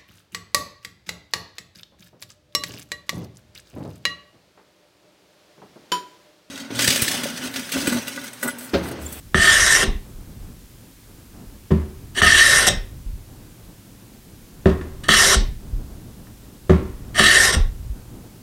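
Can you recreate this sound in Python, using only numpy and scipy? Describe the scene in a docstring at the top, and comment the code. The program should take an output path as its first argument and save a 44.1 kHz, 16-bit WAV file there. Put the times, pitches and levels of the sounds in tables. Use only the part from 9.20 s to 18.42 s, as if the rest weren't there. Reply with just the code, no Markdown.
"""A hand plane takes four shavings off the edge of a clamped wooden box in a small workshop.
It bites with a knock and hisses: snapping fibres force the resonances of iron, blade and box.
Before each later stroke it is set down, rattles and slides up; then it bites and cuts again.
Throughout, the walls reverberate, and a microphone on the shirt picks up the rumble and
thumps of cloth as the arms swing, over its own hiss."""
import sys
import numpy as np
from scipy import signal
from scipy.fft import rfft, irfft, next_fast_len
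from scipy.io import wavfile
from scipy.ndimage import uniform_filter1d

SR = 44100
rng = np.random.default_rng(int(sys.argv[2]) if len(sys.argv) > 2 else 0)


def unload_wav(signal):
    """Save mono or channel-first audio to the path in sys.argv[1] as 16-bit WAV at rate SR, clipped to [-1, 1]."""
    wavfile.write(
        sys.argv[1],
        SR,
        np.round(np.clip(np.atleast_2d(signal).T, -1, 1) * 32767).astype(np.int16),
    )


N = 406602

# The blade takes a shaving. Each row: bite and exit in seconds, level in dB, offset at the bite in dB,
# run-up in seconds, final sag in dB, body, singing, treble and hum weights in dB, settling in seconds.
SHAVINGS = [(0.146, 0.647, -15, -7.5, 0.079, -2.5, 0, 0, -3.5, 0, 0.26),
            (3.019, 3.47, -14, -1.5, .06, -2, 0, 0, -3.5, -2, 0.31),
            (5.882, 6.157, -13.5, -4, 0.015, 0.5, 0.5, -4, -1.5, 0.5, 0.17),
            (7.999, 8.318, -14, -3, 0.035, -4.5, 0, 0, -2.5, -0.5, 0.21)]
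# Timbre along every cut. Each row: share of the cut, added body, singing, treble and hum weights in dB.
CUT_TIMBRE = [(0, -4.5, -2.5, -4.5, -3.5), (.12, -4, -0.5, -3, -17), (0.399, -5, -0.5, -1, -20),
              (.6, -9, -1, -1.5, -19), (.8, -7, -3.5, 0.5, -15.5), (1, -6, -9, -5, -13)]
# The toe slides up. Each row: start and end in seconds, peak in dB, rise in seconds, final offset in dB.
TOE_SLIDES = [(2.944, 3.011, -16.5, 0.032, -4.5), (5.832, 5.886, -27, 0.0067, -22.5),
              (7.943, 8.002, -7.5, 0.055, -5.5)]
# A shaving tears off. Each row: start and length in seconds, level, treble and hum weights in dB.
TEAR_OFFS = [(0.62, 0.022, -19.5, -15, -7), (3.464, 0.028, -11.5, -1.5, -10.5),
             (8.321, 0.034, -14.5, -9, -16)]
# Resonances of the iron body, the blade and the mode that sings out. Each row: frequency and
# unbroadened width in Hz, relative level at mid-travel in dB, change over the full travel in dB.
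BODY_MODES = [(1106, 33, -6.5, -4), (1269, 31, 1.5, -17.5), (1389, 335, -4, 1), (2051, 190, -6, 0.5),
              (2717, 70, -0.5, -9), (2957, 120, 1, -12), (3240, 130, 0, -11.5), (3451, 55, 0.5, -8.5)]
BLADE_MODES = [(3870, 110, 2, -4.5), (4516, 118, 0, -7.5), (5090, 270, -3, 5.5), (5760, 170, 0, -1.5),
               (6180, 97, -1, 2.5), (6920, 1200, -7.5, 2), (8430, 370, -2, 1), (9070, 200, -0.5, -1),
               (9870, 870, -11, 2), (11300, 530, -13, 1), (13200, 800, -19.5, 0.5),
               (14800, 1500, -29.5, -6.5)]
SINGING_MODES = [(1811, 56, 5.5, 1.5), (1793, 194, -1, 6.5)]
# Box and bench. Each row: frequency in Hz, relative level in dB, T60 in seconds before added damping.
BOX_MODES = [(76.2, -13, 0.56), (163.6, -5, 0.17), (214.2, -5, .35), (292, -12, 0.089), (333, -18.5, .35),
             (380.8, -1, 0.2), (506, -22.5, .2), (477, -25, .15), (611.4, -10, 0.14), (722, -15, 0.19),
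             (820, -28, .12), (970, -32.5, .1)]
# Toe or heel lands, or the blade catches end grain. Each row: start in seconds, peak of the box in dB,
# ring of the iron relative to it in dB, time constant of the contact in ms.
IMPACTS = [(0.145, -7.5, 7, 0.47), (0.629, -17.5, -2, 0.17), (2.506, -12.5, -18, 0.19),
           (2.516, -3.5, -35, 0.91), (3.018, -14.5, 15, 1.58), (3.469, -19, 12, 0.23),
           (5.457, -1.5, -12, 0.17), (5.467, -9.5, -37, 1.13), (5.53, -28.5, -4, 0.46),
           (5.612, -24.5, -3, 0.43), (5.89, -13, 15, 0.81), (6.151, -18.5, -8, .15), (7.07, -51, 10, 0.44),
           (7.495, -3, -15.5, 0.16), (7.505, -4, -31.5, 0.79), (7.995, -12, 9, 0.52)]
# The sole settles into place. Each row: start in seconds, clack in dB, rattle in dB.
SOLE_RATTLES = [(2.507, -22.5, -26), (5.457, -14, -19.5), (5.612, -28, -48.5), (7.495, -14, -20),
                (7.674, -37.5, -53.5)]
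# Cloth moves on the microphone as the arms swing. Each row: time in seconds, rumble in dB, rustle in dB.
ARM_SWAY = [(0.0, -46, -48.5), (.77, -43, -48), (1.2, -39.5, -44.5), (1.74, -55.5, -51.5),
            (2.15, -46, -46.5), (2.49, -48, -49.5), (2.7, -41, -48), (3.82, -37.5, -47.5),
            (4.21, -47.5, -46.5), (4.93, -53.5, -49), (5.4, -45.5, -46.5), (5.7, -38, -44),
            (6.57, -33.5, -44.5), (7.0, -45.5, -43.5), (7.42, -49, -49), (7.7, -35, -43),
            (8.65, -34, -46.5), (8.96, -45.5, -41), (9.22, -53, -48.5)]
# The shirt tugs the microphone. Each row: start in seconds, level in dB, first and last pitch in Hz,
# length in seconds.
SHIRT_TUGS = [(0.677, -12.5, 50.7, 22, 0.092), (0.751, -18, 55, 30, .07), (.94, -29.5, 33.8, 28, .14),
              (1.201, -27, 35.8, 28, 0.15), (2.267, -33, 45, 35, 0.076), (3.514, -22, 50, 36, 0.085),
              (3.568, -17, 40, 30, 0.11), (3.859, -19.5, 42, 31.9, 0.12), (3.931, -23, 55, 32, 0.072),
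              (6.159, -7.5, 66, 25.7, 0.17), (6.284, -19, 60, 30, 0.094), (6.523, -16, 50.3, 28, 0.14),
              (8.365, -7, 60, 70, 0.065), (8.4, -6, 40, 27, 0.12), (8.479, -20.5, 70, 40, 0.064),
              (8.693, -19.5, 69.4, 38, .11)]
# Noise spectra. Each row: frequency in Hz, relative spectral density in dB.
SOLE_SPECTRUM = [(350, 8), (600, -3.5), (842, -7), (1080, -2), (1500, -11.5), (1830, -10.5), (2210, -14.5),
                 (5380, -28.5), (12000, -39.5), (15600, -71), (22000, -120)]
RUMBLE_SPECTRUM = [(8.8, -35), (15, -4), (32, 3.5), (46, 3), (122, -2.5), (198, -16), (300, -34),
                   (390, -46), (660, -120)]
RUSTLE_SPECTRUM = [(65, -31), (110, 2.5), (135, -5), (188, -1.5), (301, -6), (441, -13.5), (668, -19),
                   (714, -19), (1600, -28.5), (2080, -61.5), (3520, -120)]
HISS_SPECTRUM = [(530, -31), (900, -7), (1460, -6), (1600, -4.5), (2140, -5.5), (14800, -7), (15900, -9.5)]
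# Reverberation of the workshop. Each row: frequency in Hz, T60 in seconds.
ROOM_DECAY = [(100, 0.24), (300, 0.43), (700, .3), (1200, 0.3), (2000, 0.38), (5500, 0.26), (12000, 0.13)]

SLIDE_TIMBRE_DB = (-6.5, -3.5, -9.5, -14.5)  # body, singing, treble, hum
TEAR_BODY_DB, TEAR_SINGING_DB = -6, -14
SAG_FROM_SHARE, RELEASE_S = 0.75, 0.009
CLACK_T60_S, RATTLE_T60_S, SETTLE_S = 0.075, 0.46, 0.85
JOLT_RISE_S, JOLT_T60_S = 0.047, 0.26
TUG_RISE_SHARE, TUG_FADE_DB = 0.089, -12.5
ROOM_DB, HISS_DB, SIDE_HISS_DB, CUTOFF_HZ = -8.5, -52.5, -72.5, 15960


def planing():
    """Forced vibration: snapping fibres drive iron, blade and box. Returns direct and wall-bound sound."""
    drives = np.zeros((4, N))
    for start, force, *weights_db in contact_forces():
        force = force * signal.windows.tukey(len(force), min(0.004 * SR / len(force), 1))
        snaps = fibre_snaps(len(force), per_s=12000, spread_db=3.0, clump_db=0.86) * force
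        for drive, db in zip(drives, weights_db):
            add(drive, start, snaps * gain_of(db))
    body, singing, treble, hum = drives
    # The sole's support shifts as it travels, so one balance of modes fades into another.
    t = np.arange(N) / SR
    travel = sum(np.clip((t - bite) / settling_s, 0, 1) * (t < leave + 1)
                 for bite, leave, *_, settling_s in SHAVINGS)
    wood = excite(box_ring(damping=6.0, db_per_octave=13.6), hum)
    radiated = []
    # Single modes stand out towards the microphone; averaged over all directions they blur.
    for widen, singing_db in (1, 0.5), (3.5, -8.0):
        rasp = wood.copy()
        for drive, modes in (body, BODY_MODES), (treble, BLADE_MODES):
            rasp += excite(iron_ring(modes, 0, widen), drive * (1 - travel))
            rasp += excite(iron_ring(modes, 1, widen), drive * travel)
        tone = gain_of(singing_db) * excite(iron_ring(SINGING_MODES, 0.39, widen), singing)
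        radiated.append(curling(rasp, depth_db=2.6) + tone)
    return radiated


def contact_forces():
    """Cutting and friction load the plane. Yields start, force, and body, singing, treble, hum in dB."""
    share, *curves_db = np.transpose(CUT_TIMBRE)
    for bite, leave, db, entry_db, run_up_s, sag_db, *weights_db, _ in SHAVINGS:
        t = np.arange(0, leave - bite, 1 / SR)
        progress = t / t[-1]
        entry = np.maximum(1 - t / run_up_s, 0)
        sag = np.clip((progress - SAG_FROM_SHARE) / (1 - SAG_FROM_SHARE), 0, 1)
        release = np.minimum((t[-1] - t) / RELEASE_S, 1)
        timbre_db = [own + np.interp(progress, share, curve) for own, curve in zip(weights_db, curves_db)]
        yield bite, gain_of(db + entry_db * entry + sag_db * sag) * release, *timbre_db
    for start, end, db, rise_s, end_db in TOE_SLIDES:
        t = np.arange(0, end - start, 1 / SR)
        rise_db = -24 * np.maximum(1 - t / rise_s, 0) ** 1.18
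        fall_db = np.interp(t, [rise_s, max(t[-1], rise_s)], [0, end_db])
        yield start, gain_of(db + rise_db + fall_db), *SLIDE_TIMBRE_DB
    for start, length, db, treble_db, hum_db in TEAR_OFFS:
        force = gain_of(db) * signal.windows.tukey(round(length * SR), 0.4)
        yield start, force, TEAR_BODY_DB, TEAR_SINGING_DB, treble_db, hum_db


def fibre_snaps(count, per_s, spread_db, clump_db):
    """Shot noise: wood fibres snap one by one, uneven in size and in clumps of a few ms."""
    clumps = slow_noise(count, 260)
    size = gain_of(spread_db * np.minimum(rng.exponential(1, count), 4) + clump_db * clumps)
    return unit_rms(size * rng.choice([-1., 1.], count) * (rng.random(count) < per_s / SR))


def curling(x, depth_db):
    """Random modulation: the shaving curls and breaks in the mouth, so bands swell and fade."""
    bands = signal.stft(x, nperseg=512, noverlap=384)[2]
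    patches = rng.standard_normal(bands.shape[::-1]).T
    patches = unit_rms(uniform_filter1d(uniform_filter1d(patches, 8, axis=0), 18, axis=1))
    excess_db = np.log(10) / 20 * depth_db ** 2  # taken off to preserve the mean power
    return signal.istft(bands * gain_of(depth_db * patches - excess_db), nperseg=512, noverlap=384)[1][:N]


def iron_ring(modes, travel, widen):
    """Modal response of the iron, whose balance shifts with the travel (0 to 1) of the sole."""
    shifted = [(hz, widen * width, db + change_db * (travel - 0.5)) for hz, width, db, change_db in modes]
    return modal_response(shifted, count=4096)


def box_ring(damping, db_per_octave):
    """Damped resonance: pressure widens the box modes, and small sharp forces favour the upper ones."""
    modes = [(hz, damping * 2.2 / t60, db + 20 * np.log10(t60) + db_per_octave * np.log2(hz))
             for hz, db, t60 in BOX_MODES]
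    return modal_response(modes, count=SR // 2)


def modal_response(modes, count):
    """Superposition: damped sines of alternating sign sum to an impulse response of unit energy."""
    t = np.arange(count) / SR
    response = sum((-1) ** k * gain_of(db) * width * np.exp(-np.pi * width * t) * np.sin(2 * np.pi * hz * t)
                   for k, (hz, width, db) in enumerate(modes))
    return response / np.linalg.norm(response)


def knocks():
    """Impact excitation: a short push rings the box, and its hard edge rings the pressed-down iron."""
    out = np.zeros(N)
    wood = box_ring(damping=1.4, db_per_octave=0.094)
    iron = iron_ring(BODY_MODES, 0, widen=6.3) + 1.5 * iron_ring(SINGING_MODES, 0, widen=2.7)
    iron += 0.081 * iron_ring(BLADE_MODES, 0, widen=2.5)
    for start, db, iron_db, contact_ms in IMPACTS:
        age = np.arange(400) / SR * 1000 / contact_ms
        blow = signal.oaconvolve(wood, age * np.exp(-age))
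        add(out, start, gain_of(db) * blow / abs(blow).max())
        add(out, start, gain_of(db + iron_db) * iron / abs(iron).max())
    return out


def sole_rattle():
    """Exponential decay at two rates: the sole clacks, then rattles into place over faint scraping."""
    out, t = np.zeros(N), np.arange(0, SETTLE_S, 1 / SR)
    fades = np.minimum(t / 0.003, 1) * np.minimum((t[-1] - t) / 0.05, 1)
    for start, clack_db, rattle_db in SOLE_RATTLES:
        clack = gain_of(clack_db - 60 * t / CLACK_T60_S)
        rattle = gain_of(rattle_db - 60 * t / RATTLE_T60_S)
        scraping = gain_of(rattle_db - 31.5)
        grains = coloured(SOLE_SPECTRUM, fibre_snaps(len(t), per_s=3000, spread_db=2.8, clump_db=1.8))
        add(out, start, grains * (clack + rattle + scraping) * fades)
    return out


def cloth_noise():
    """Friction noise: the arms' sway, their push through each cut and the jolts at its ends add in power."""
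    t = np.arange(N) / SR
    times, rumble_db, rustle_db = np.transpose(ARM_SWAY)
    bites, leaves, *_ = np.transpose(SHAVINGS)
    cutting = sum(1. * (t > bite) * (t < leave) for bite, leave in zip(bites, leaves))
    push = uniform_filter1d(cutting, 2000).clip(0)

    def envelope(sway_db, push_db, bite_db, leave_db):
        power = gain_of(np.interp(t, times, sway_db)) ** 2 + gain_of(push_db) ** 2 * push
        power += gain_of(bite_db) ** 2 * jolts(bites) + gain_of(leave_db) ** 2 * jolts(leaves)
        return np.sqrt(power)

    rumble = envelope(rumble_db, push_db=-33, bite_db=-28.5, leave_db=-27)
    rustle = envelope(rustle_db, push_db=-49, bite_db=-34.5, leave_db=-30)
    lumps = unit_rms(uniform_filter1d(slow_noise(N, 2000), 2000))
    rumble *= coloured(RUMBLE_SPECTRUM, rng.standard_normal(N))
    rustle *= gain_of(2.0 * lumps) * coloured(RUSTLE_SPECTRUM, rng.standard_normal(N))
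    return rumble + rustle


def jolts(starts):
    """Transient power: each jolt of the cloth swells briefly and decays exponentially."""
    power, t = np.zeros(N), np.arange(N) / SR
    for start in starts:
        rise = np.clip((t - start) / JOLT_RISE_S, 0, 1)
        decay = gain_of(-60 * np.clip(t - start - JOLT_RISE_S, 0, 2) / JOLT_T60_S)
        power += (rise * decay) ** 2
    return power


def shirt_thumps():
    """Damped oscillation: each tug of the shirt swings the microphone at a low, gliding pitch."""
    out = np.zeros(N)
    for start, db, first_hz, last_hz, length in SHIRT_TUGS:
        progress = np.arange(0, 1, 1 / (length * SR))
        wobble = 1 + 0.28 * slow_noise(len(progress), 500) * progress
        hz = wobble * (last_hz + (first_hz - last_hz) * (1 - progress) ** 3)
        rise = np.sin(np.pi / 2 * np.minimum(progress / TUG_RISE_SHARE, 1)) ** 2
        fade = gain_of(TUG_FADE_DB * progress) * np.cos(np.pi * progress / 2)
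        add(out, start, gain_of(db) * np.sin(2 * np.pi * np.cumsum(hz) / SR) * rise * fade)
    return out


def workshop_reverb(x):
    """Reverberation: sparse reflections die band by band; three sets crossfade steadily for a smooth tail."""
    out, slots = np.zeros(N), np.arange(260, SR - 20, 20)
    angle = np.arange(N) / SR * np.pi * 6.5
    for k in range(3):
        taps = np.zeros(SR)
        taps[slots + rng.integers(0, 20, len(slots))] = rng.choice([-1., 1.], len(slots))
        hz, t, bands = signal.stft(taps, SR, nperseg=256)
        decay = gain_of(-60 * t / value_at(ROOM_DECAY, hz)[:, None])
        tail = signal.istft(bands * decay, SR, nperseg=256)[1]
        share = np.sqrt(2 / 3) * np.cos(angle + k * np.pi / 3)  # the three powers sum to 1
        out += excite(tail / np.linalg.norm(tail), x * share)
    return out


def coloured(spectrum, x):
    """Spectral shaping: x filtered by the given spectrum, at unit rms."""
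    size = next_fast_len(len(x) + 512)
    gains = gain_of(value_at(spectrum, np.fft.rfftfreq(size, 1 / SR)))
    return unit_rms(irfft(rfft(x, size) * gains, size)[:len(x)])


def excite(response, drive):
    """Convolution: the output of a linear system over the scene."""
    return signal.oaconvolve(drive, response)[:N]


def slow_noise(count, window):
    """A moving average low-passes white noise; unit rms."""
    return unit_rms(uniform_filter1d(rng.standard_normal(count), window))


def value_at(points, hz):
    """Interpolation on a logarithmic frequency axis."""
    known_hz, values = np.transpose(points)
    return np.interp(np.log(hz + 1), np.log(known_hz + 1), values)


def gain_of(db):
    return 10 ** (np.asarray(db) / 20)


def unit_rms(x):
    return x / np.sqrt(np.mean(x ** 2) + 1e-20)


def add(mix, start_s, sound):
    part = mix[max(round(start_s * SR), 0):][:len(sound)]
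    part += sound[:len(part)]


def scene():
    """Superposition at one microphone: plane and box, their reverberation, and the shirt."""
    direct, to_walls = planing()
    blows = knocks() + sole_rattle()
    room = gain_of(ROOM_DB) * workshop_reverb(to_walls + blows)
    mono = direct + blows + room + cloth_noise() + shirt_thumps()
    return np.array([mono, mono])


def record(dry):
    """Steady hiss, soft saturation and a treble limit; nearly mono, with slight width in bass and hiss."""
    hiss, side_hiss = (coloured(HISS_SPECTRUM, white) for white in rng.standard_normal((2, N)))
    bass = signal.sosfilt(signal.butter(1, 250, fs=SR, output="sos"), dry[0])
    side = gain_of(SIDE_HISS_DB) * side_hiss - gain_of(-42.5) * bass
    stereo = dry + gain_of(HISS_DB) * hiss + side * np.array([[1], [-1]])
    saturated = stereo / (1 + (stereo / 0.95) ** 8) ** (1 / 8)
    lowpass = signal.firwin(1023, CUTOFF_HZ, window=("kaiser", 12), fs=SR)
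    return signal.oaconvolve(saturated, lowpass[None], "same")


dry = scene()
out = record(dry)
unload_wav(out)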